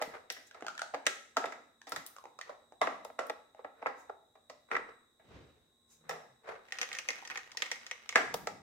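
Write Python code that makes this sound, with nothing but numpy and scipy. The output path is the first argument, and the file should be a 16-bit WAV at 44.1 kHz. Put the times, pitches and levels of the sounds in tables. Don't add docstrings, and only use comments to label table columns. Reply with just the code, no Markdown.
import sys
import numpy as np
from scipy import signal
from scipy.fft import rfft, irfft, next_fast_len
from scipy.io import wavfile
from scipy.ndimage import uniform_filter1d, map_coordinates

SR = 44100
rng = np.random.default_rng(int(sys.argv[2]) if len(sys.argv) > 2 else 0)


def int16_out(signal):
    q = np.round(np.clip(np.atleast_2d(signal).T, -1, 1) * 32767)
    wavfile.write(sys.argv[1], SR, q.astype(np.int16))


N = 380121
HIT = 4096

# (time [s], level [dB], favoured ring [Hz], weight = body over clack [dB],
# hardness = snap over level [dB], room send [dB])
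KNOCKS = [(0.0144, -33.5, 650, 10, -18, -5), (0.022, -36.5, 493, 1, -7.5, 3.5),
          (0.3012, -42.5, 1880, -7, 5, 3), (0.3647, -52, 1780, -6, -15, 8.5),
          (0.5452, -54.5, 630, 1.5, -11, 7.5), (0.938, -34, 735, 11, -28.5, -3.5),
          (0.9445, -36, 660, 3, -14.5, 1), (1.0657, -26, 1420, -9, -2, 0.5), (1.3681, -29, 750, 1, -9, 4),
          (1.4405, -32, 525, 4.5, -27, -3), (1.4565, -40, 616, 2, -9, 3), (1.5221, -44, 2100, -5, -13.5, 4),
          (1.8691, -56, 740, 1, -2.5, 13.5), (1.9198, -39, 1320, -1.5, -4.5, 3.5),
          (1.9616, -39, 2070, -7, -4.5, 3), (2.4943, -43, 600, 19, -20, 3.5),
          (2.8146, -27.5, 1220, 3.5, -13.5, 6), (2.8715, -31.5, 790, 2, -22, 1.5),
          (3.049, -42.5, 646, 10, -12.5, -0.5), (3.1006, -48, 630, 10.5, -30, -7),
          (3.1901, -32, 640, 3.5, -15.5, 4.5), (3.2973, -33, 855, 4, -13.5, -4),
          (3.5921, -48, 455, 18, -32, 1), (3.6455, -41, 706, 5, -30, 1),
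          (3.8256, -40.5, 810, 7.5, -31, -3.5), (3.8591, -31, 1830, 3.5, -46, -4),
          (3.8668, -35.5, 770, 0, -20, 4.5), (4.0959, -38, 800, 30, -32, -2),
          (4.3538, -59.5, 785, 8, -20, 6), (4.498, -48, 687, 5.5, -7, 3.5),
          (4.714, -32, 1330, -11.5, -22.5, 3.5), (4.7515, -29.5, 1980, -20, -30, -4),
          (4.765, -29.5, 1860, -11, -23, -1.5), (5.1964, -68.5, 533, 0.5, -21, 10.5),
          (6.0933, -36, 417, 3, -9.5, 5.5), (6.1098, -43, 790, -1.5, -13, 5),
          (8.1565, -18.5, 1800, -6, -13.5, 4), (8.3409, -32.5, 740, 9.5, -6.5, -2.5),
          (8.4711, -34.5, 710, 4, -8, 1)]
# (frequency [Hz], level [dB], t60 [s])
TRAY_MODES = [(287, -5.5, 0.062), (392.5, -7.5, 0.19), (464.4, 3, 0.03), (641, -3.5, 0.029),
              (743, 0.5, 0.011), (846, -6, 0.02), (1200, -10, .022), (1330, 3.5, 0.017), (1670, 6, 0.012),
              (1905, 9.5, 0.0058), (2010, 1.5, 0.013), (2530, -10, 0.01), (3320, -14.5, 0.003),
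              (3670, -1, 0.022), (4737, 7.5, 0.0032), (5506, -2, 0.016)]
# (peak time [s], level [dB])
LAPS = [(6.82, -58.5), (6.97, -54), (7.16, -57.5), (7.37, -54), (7.7, -52.5), (7.92, -66), (8.12, -61.5)]
# (low edge [Hz], high edge [Hz])
REGISTERS = [(260, 540), (520, 1150), (1100, 2500), (2700, 7400), (8200, 16000)]
BANDS = [signal.butter(order, edges_hz, "band", fs=SR, output="sos")
         for order, edges_hz in zip((3, 3, 4, 4, 4), REGISTERS)]


def amp(db):
    return 10 ** (np.asarray(db) / 20)


def unit(x):
    return x / np.sqrt(np.mean(x ** 2) + 1e-30)


def along(points, hz):
    knots_hz, values = np.transpose(points)
    return np.interp(np.log(hz + 1), np.log(knots_hz + 1), values)


def filtered(x, response):
    size = x.shape[-1]
    padded = next_fast_len(size + HIT)
    return irfft(rfft(x, padded) * response(np.fft.rfftfreq(padded, 1 / SR)), padded)[..., :size]


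def add(track, s, sound):
    start = max(round(s * SR), 0)
    track[:, start:start + sound.shape[1]] += sound[:, :max(N - start, 0)]


def diffuse(colour, size=N):
    # (frequency [Hz], left-right correlation [ratio])
    coherence = [(100, 0.78), (400, 0.78), (1000, 0.15), (2000, .1), (8000, 0.026)]

    def mid_side_gain(hz):
        angle = np.arccos(np.clip(along(coherence, hz), -1, 1)) / 2
        return amp(along(colour, hz)) * [np.cos(angle), np.sin(angle)]

    mid, side = filtered(rng.standard_normal((2, size)), mid_side_gain)
    return unit(np.array([mid + side, mid - side]))


def grainy(rate_hz, depth_db):
    knots = rng.standard_normal(int(N * rate_hz / SR) + 4)
    return unit(amp(depth_db * map_coordinates(knots, [np.arange(N) * rate_hz / SR], order=1)))


def swells(strokes, rise):
    t = np.arange(N) / SR
    envelope = np.zeros(N)
    for s, length_s, db in strokes:
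        attack = ((t - s) / (rise * length_s)) ** 2
        decay = (t - s) / ((1 - rise) * length_s)
        envelope += amp(db) * np.exp(-np.where(t < s, attack, decay))
    return envelope


def sized(x, db):
    return amp(db) * unit(x) * np.sqrt(SR / 100 / HIT)


def voiced(x, bands, levels_db):
    return sum(sized(signal.sosfilt(band, x), db) for band, db in zip(bands, levels_db))


def contact(modes, chatter_s, crack, scatter_db, width, bounce=0.43, crack_s=0.00085):
    t = np.arange(HIT) / SR
    blows = np.zeros(HIT)
    rebounds_s = np.clip((np.arange(1, 4) + rng.uniform(-.5, 0.54, 3)) * chatter_s / 2.4, 0, .03)
    blows[(rebounds_s * SR).astype(int)] = bounce * rng.choice([-1, 1], 3) * amp(rng.standard_normal(3))
    blows[0] = 1
    hz, db, t60_s = np.transpose(modes)[:, :, None]
    hz = hz * (1 + .008 * rng.standard_normal(hz.shape))
    energy = signal.fftconvolve(amp(-120 * t / t60_s), blows[None] ** 2, axes=1)[:, :HIT]
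    envelope = amp(db + scatter_db * rng.standard_normal(db.shape)) * np.sqrt(np.abs(energy))
    phase = 2 * np.pi * rng.random(hz.shape)
    skew = width * rng.standard_normal((2, len(hz), 1)) * np.minimum(hz / 2000, 1)
    ring = np.sum(envelope * np.sin(2 * np.pi * hz * t + phase + skew), axis=1)
    grit = rng.standard_normal(HIT) + width * rng.standard_normal((2, HIT))
    return ring + crack * grit * signal.fftconvolve(np.abs(blows), np.exp(-t / crack_s))[:HIT]


def room_tail(onset_s=0.0035, early_boost=0.97, early_s=0.02):
    # (frequency [Hz], t60 [s])
    decay = [(150, 0.92), (450, 0.47), (1100, 0.54), (2800, 0.49), (7000, 0.53), (10000, 0.55),
             (15000, 0.38)]
    # (frequency [Hz], gain [dB])
    colour = [(150, 3), (450, -5.5), (800, -4), (1800, -6.5), (5000, -7.5), (15000, -5)]
    noise = diffuse([(100, 0.028), (1000, 0.01)], size=SR // 2)
    hz, frame_s, spectra = signal.stft(noise, SR, nperseg=256)
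    tail = signal.istft(spectra * amp(-60 * frame_s / along(decay, hz)[:, None]), SR, nperseg=256)[1]
    t = np.arange(tail.shape[1]) / SR
    tail = tail * (1 - np.exp(-(t / onset_s) ** 2)) * (1 + early_boost * np.exp(-t / early_s))
    return filtered(tail / np.linalg.norm(tail[0]), lambda hz: amp(along(colour, hz)))


def radiated(x):
    grid_hz = np.fft.rfftfreq(HIT, 1 / SR)
    power = np.mean(np.abs(rfft(x)) ** 2, axis=0)
    treble = np.clip((grid_hz - 2300) / 700, 0, 1)
    power = (1 - treble) * uniform_filter1d(power, size=7) + treble * uniform_filter1d(power, size=70)
    return lambda hz: np.interp(hz, grid_hz, np.sqrt(np.abs(power)))


def in_room(x, room_db, pan_db=-2, lag_s=0.0001):
    side = np.array([[.5], [-.5]])

    def direct_path(hz):
        left_over_right_db = pan_db + 9 * np.clip((hz - 4000) / 3000, 0, 1)
        return amp(side * left_over_right_db) * np.exp(2j * np.pi * hz * lag_s * side)

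    direct = filtered(np.pad(x, ((0, 0), (16, 0))), direct_path)
    out = amp(room_db) * filtered(room_tail(), radiated(x))
    out[:, :direct.shape[1]] += direct
    return out


def background(air_db=-77, whine_db=-77):
    # (frequency [Hz], density [dB])
    air_colour = [(20, -21), (40, -18), (62, -4), (95, -4.5), (190, -11), (380, -5.5), (600, -11),
                  (950, -16), (2000, -20), (3000, -34), (4800, -27.5), (7900, -19.5), (9300, -26),
                  (16000, -27.5)]
    whine_colour = [(2900, -44.5), (3400, -17.5), (3850, 0.5), (4050, -17), (4400, -50), (6000, -61.5)]
    # (frequency [Hz], level [dB])
    tones = [(233, -85), (1071, -90.5), (3903, -83), (8048, -88.5), (8215, -94)]
    t = np.arange(N) / SR
    hum = sum(amp(db) * np.sqrt(2) * np.sin(2 * np.pi * (hz * t + rng.random((2, 1)) / 4))
              for hz, db in tones)
    whine = amp(whine_db) * diffuse(whine_colour)
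    return amp(air_db) * diffuse(air_colour) + whine + hum * grainy(rate_hz=11, depth_db=4)


def drone():
    # (time [s], pitch [Hz], level [dB])
    contour = [(5.902, 160, -100), (5.981, 159, -80), (6.13, 163, -62.5), (6.22, 155, -74),
               (6.28, 145, -84), (6.33, 128, -71), (6.42, 129.5, -100)]
    s, hz, db = np.transpose(contour)
    t = np.arange(N) / SR
    phase = 2 * np.pi * np.cumsum(np.interp(t, s, hz)) / SR
    return amp(np.interp(t, s, db)) * np.sqrt(2) * np.sin(phase)


def body_rush():
    # (frequency [Hz], density [dB])
    colour = [(25, -28), (65, 1.5), (150, -3.5), (260, -4.5), (480, -4), (800, -13), (1700, -15),
              (3000, -21), (6500, -31.5), (12000, -60)]
    return swells([(5.37, 0.2, -54)], rise=.43) * diffuse(colour) * grainy(rate_hz=110, depth_db=1.5)


def carpet(thump_s=.025, push_db=-34.5):
    # (time [s], level [dB])
    steps = [(.078, -56.5), (1.921, -58), (1.976, -56)]
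    # (peak time [s], length [s], level [dB])
    shifts = [(6.1, 0.21, -67), (8.4, 0.59, -57.5)]
    # (frequency [Hz], density [dB])
    colour = [(25, -18), (65, -2.5), (130, 0.5), (230, 4), (350, -4.5), (700, -39.5), (2000, -83)]
    pushes = [(s, thump_s, db) for s, db in steps]
    pushes += [(s, thump_s, db + push_db) for s, db, *_ in KNOCKS]
    return (swells(pushes, rise=0.05) + swells(shifts, rise=0.3)) * diffuse(colour)


def fur():
    # (peak time [s], length [s], level [dB])
    strokes = [(.475, 0.022, -60.5), (4.005, 0.08, -66.5), (5.93, 0.082, -63.5)]
    # (frequency [Hz], density [dB])
    colour = [(1500, -9), (4000, -14), (6500, 2), (10000, -11), (15000, -15)]
    return swells(strokes, rise=0.39) * diffuse(colour)


def tongue(lap_s=0.21):
    # (frequency [Hz], density [dB])
    colour = [(150, -25.5), (480, -5.5), (1000, -5), (1500, 1), (2000, -2.5), (3700, -8), (6300, -16),
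              (8500, -23), (15000, -28)]
    pressure = swells([(s, lap_s, db) for s, db in LAPS], rise=0.68)
    return pressure * diffuse(colour) * grainy(rate_hz=420, depth_db=8)


def scrapes():
    # (peak time [s], length [s], level [dB])
    strokes = [(.005, 0.065, -48.5), (.15, 0.044, -42), (.59, 0.11, -58), (2.5, 0.051, -48.5),
               (3.6, 0.075, -62.5), (3.84, 0.11, -56), (4.11, .034, -59.5), (4.752, 0.073, -38),
               (4.9, 0.033, -57), (6.125, 0.16, -60), (6.503, 0.078, -41.5)]
    # (frequency [Hz], density [dB])
    colour = [(100, -29.5), (300, -21), (450, 4), (800, -4), (1300, -2), (2100, -8), (3000, -20.5),
              (6000, -28.5), (15000, -50)]
    return swells(strokes, rise=0.47) * diffuse(colour) * grainy(rate_hz=220, depth_db=5)


def rubbing(room_db=-1):
    direct = scrapes() + tongue()
    return direct + amp(room_db) * signal.fftconvolve(direct, room_tail(), axes=1)[:, :N]


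def smacks(t60_s=0.007, wet_db=-6, wet_db_per_octave=14, tick_db=-23):
    # (time [s], mouth resonance [Hz], pop level [dB])
    partings = [(0.511, 1590, -56.5), (0.6074, 1310, -56), (0.6232, 705, -42.5), (0.646, 730, -48),
                (0.6654, 1550, -41.5), (0.6824, 1367, -39), (0.7515, 1410, -54), (0.7779, 1730, -46.5),
                (0.7926, 1440, -41.5), (0.8174, 1406, -35.5), (1.055, 2370, -63), (1.8154, 1730, -57.5),
                (2.164, 1310, -52), (2.1837, 1130, -51.5), (2.239, 880, -52), (2.2546, 834, -48.5),
                (2.3886, 1230, -47), (2.4121, 1880, -46.5), (2.722, 736, -54), (3.547, 710, -56),
                (7.2247, 874, -50), (7.5488, 920, -56)]
    out = np.zeros((2, N))
    hollow = signal.butter(2, [450, 2600], "band", fs=SR, output="sos")
    for s, hz, pop_db in partings:
        cavity = [(hz, 0, t60_s), (hz * 0.53, -7, t60_s / 2)]
        pop = contact(cavity, chatter_s=.0017, crack=0.26, scatter_db=7, width=0.84,
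                      bounce=0.9, crack_s=0.00042)
        snap_db = pop_db + wet_db + wet_db_per_octave * np.log2(hz / 1418)
        click = voiced(pop, BANDS[3:], [snap_db, snap_db + tick_db])
        add(out, s, in_room(sized(signal.sosfilt(hollow, pop), pop_db) + click, room_db=2.5))
    return out


def peg_rattle(jiggles_per_lap=6, lead_s=0.028, spread_s=.045, jiggle_hardness_db=-7.5):
    # (time [s], level [dB], hardness = snap over level [dB])
    flicks = [(6.7222, -39.5, -3.5), (6.7859, -43, 0.5), (6.8139, -34.5, -1), (6.8288, -37, -5),
              (6.9157, -42, -15), (6.9291, -47, 4), (6.9499, -44, -2), (6.9862, -42, 2.5),
              (7.087, -31.5, -4.5), (7.104, -39.5, -3), (7.2506, -52.5, 1.5), (7.2746, -51.5, 3),
              (7.3, -42.5, -8), (7.313, -39.5, -20), (7.3567, -39, -13), (7.3735, -39.5, -5.5),
              (7.5173, -55.5, 3), (7.5715, -43.5, 6), (7.6209, -33.5, -1), (7.7149, -35.5, -1.5),
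              (7.8653, -51, 3), (7.9119, -37.5, -5.5), (8.0913, -42.5, 3.5), (8.1251, -43.5, -11)]
    # (frequency [Hz], level [dB], t60 [s])
    cup_modes = [(488, -2.5, 0.053), (770, -9.5, 0.072), (877, -11, 0.015), (1232, -15.5, 0.056),
                 (1883, 5.5, 0.024), (2170, 3, 0.011), (2524, 1.5, 0.01), (3185, 12.5, 0.0018),
                 (5090, 8.5, 0.0041), (6040, -0.5, 0.023), (6600, -7, 0.013)]
    out = np.zeros((2, N))
    jiggles = [(s - lead_s + spread_s * when, db + 1.5 + 2 * size, jiggle_hardness_db)
               for s, db in LAPS for when, size in rng.standard_normal((jiggles_per_lap, 2))]
    for s, db, hardness_db in list(flicks) + jiggles:
        snap_db = db + hardness_db
        ring = contact(cup_modes, chatter_s=0.0036, crack=1.77, scatter_db=4, width=0.98,
                       bounce=0.29, crack_s=0.0016)
        hit = voiced(ring, BANDS, [db - 19.5, db - 13.5, db, snap_db, snap_db - 22.5])
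        add(out, s, in_room(hit, room_db=0.5, pan_db=-1.5))
    return out


def nips(snap_db=-5.5):
    # (time [s], tick level [dB])
    ticks = [(0.0207, -51), (0.3223, -53), (1.893, -54.5), (1.9204, -56), (1.962, -55), (2.0633, -48),
             (2.071, -56), (3.047, -60.5), (6.0925, -55.5), (3.267, -61.5), (8.3412, -44.5)]
    out = np.zeros((2, N))
    for s, db in ticks:
        ring = contact(TRAY_MODES, chatter_s=0.0018, crack=8.7, scatter_db=0, width=0.67)
        tick = voiced(ring, BANDS[3:], [db + snap_db, db])
        add(out, s, in_room(tick, room_db=2))
    return out


def struck_tray(ring_hz, favour_db=7, width_octaves=0.096):
    return [(hz, db + favour_db * np.exp(-(np.log2(hz / ring_hz) / width_octaves) ** 2), t60_s)
            for hz, db, t60_s in TRAY_MODES]


def knocks(graze_db=-21, graze_lead_s=0.0043, graze_cutoff_hz=1800):
    out = np.zeros((2, N))
    soft = signal.butter(2, graze_cutoff_hz, fs=SR, output="sos")
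    for s, db, ring_hz, weight_db, hardness_db, room_db in KNOCKS:
        body_db = db + min(weight_db, 0)
        clack_db = db - max(weight_db, 0)
        thud_db = (body_db + clack_db) / 2 - 10.5
        snap_db = db + hardness_db
        ring = contact(struck_tray(ring_hz), chatter_s=.004, crack=3.4, scatter_db=3, width=1)
        hit = voiced(ring, BANDS, [thud_db, body_db, clack_db, snap_db, snap_db - 19.5])
        add(out, s - graze_lead_s, amp(graze_db) * signal.sosfilt(soft, hit))
        add(out, s, in_room(hit, room_db))
    return out


def scene():
    contacts = knocks() + nips() + peg_rattle() + smacks()
    return contacts + rubbing() + fur() + body_rush() + carpet() + drone() + background()


def record(dry):
    return filtered(dry, lambda hz: 1 / (1 + (hz / 16000) ** 120))


dry = scene()
out = record(dry)
int16_out(out)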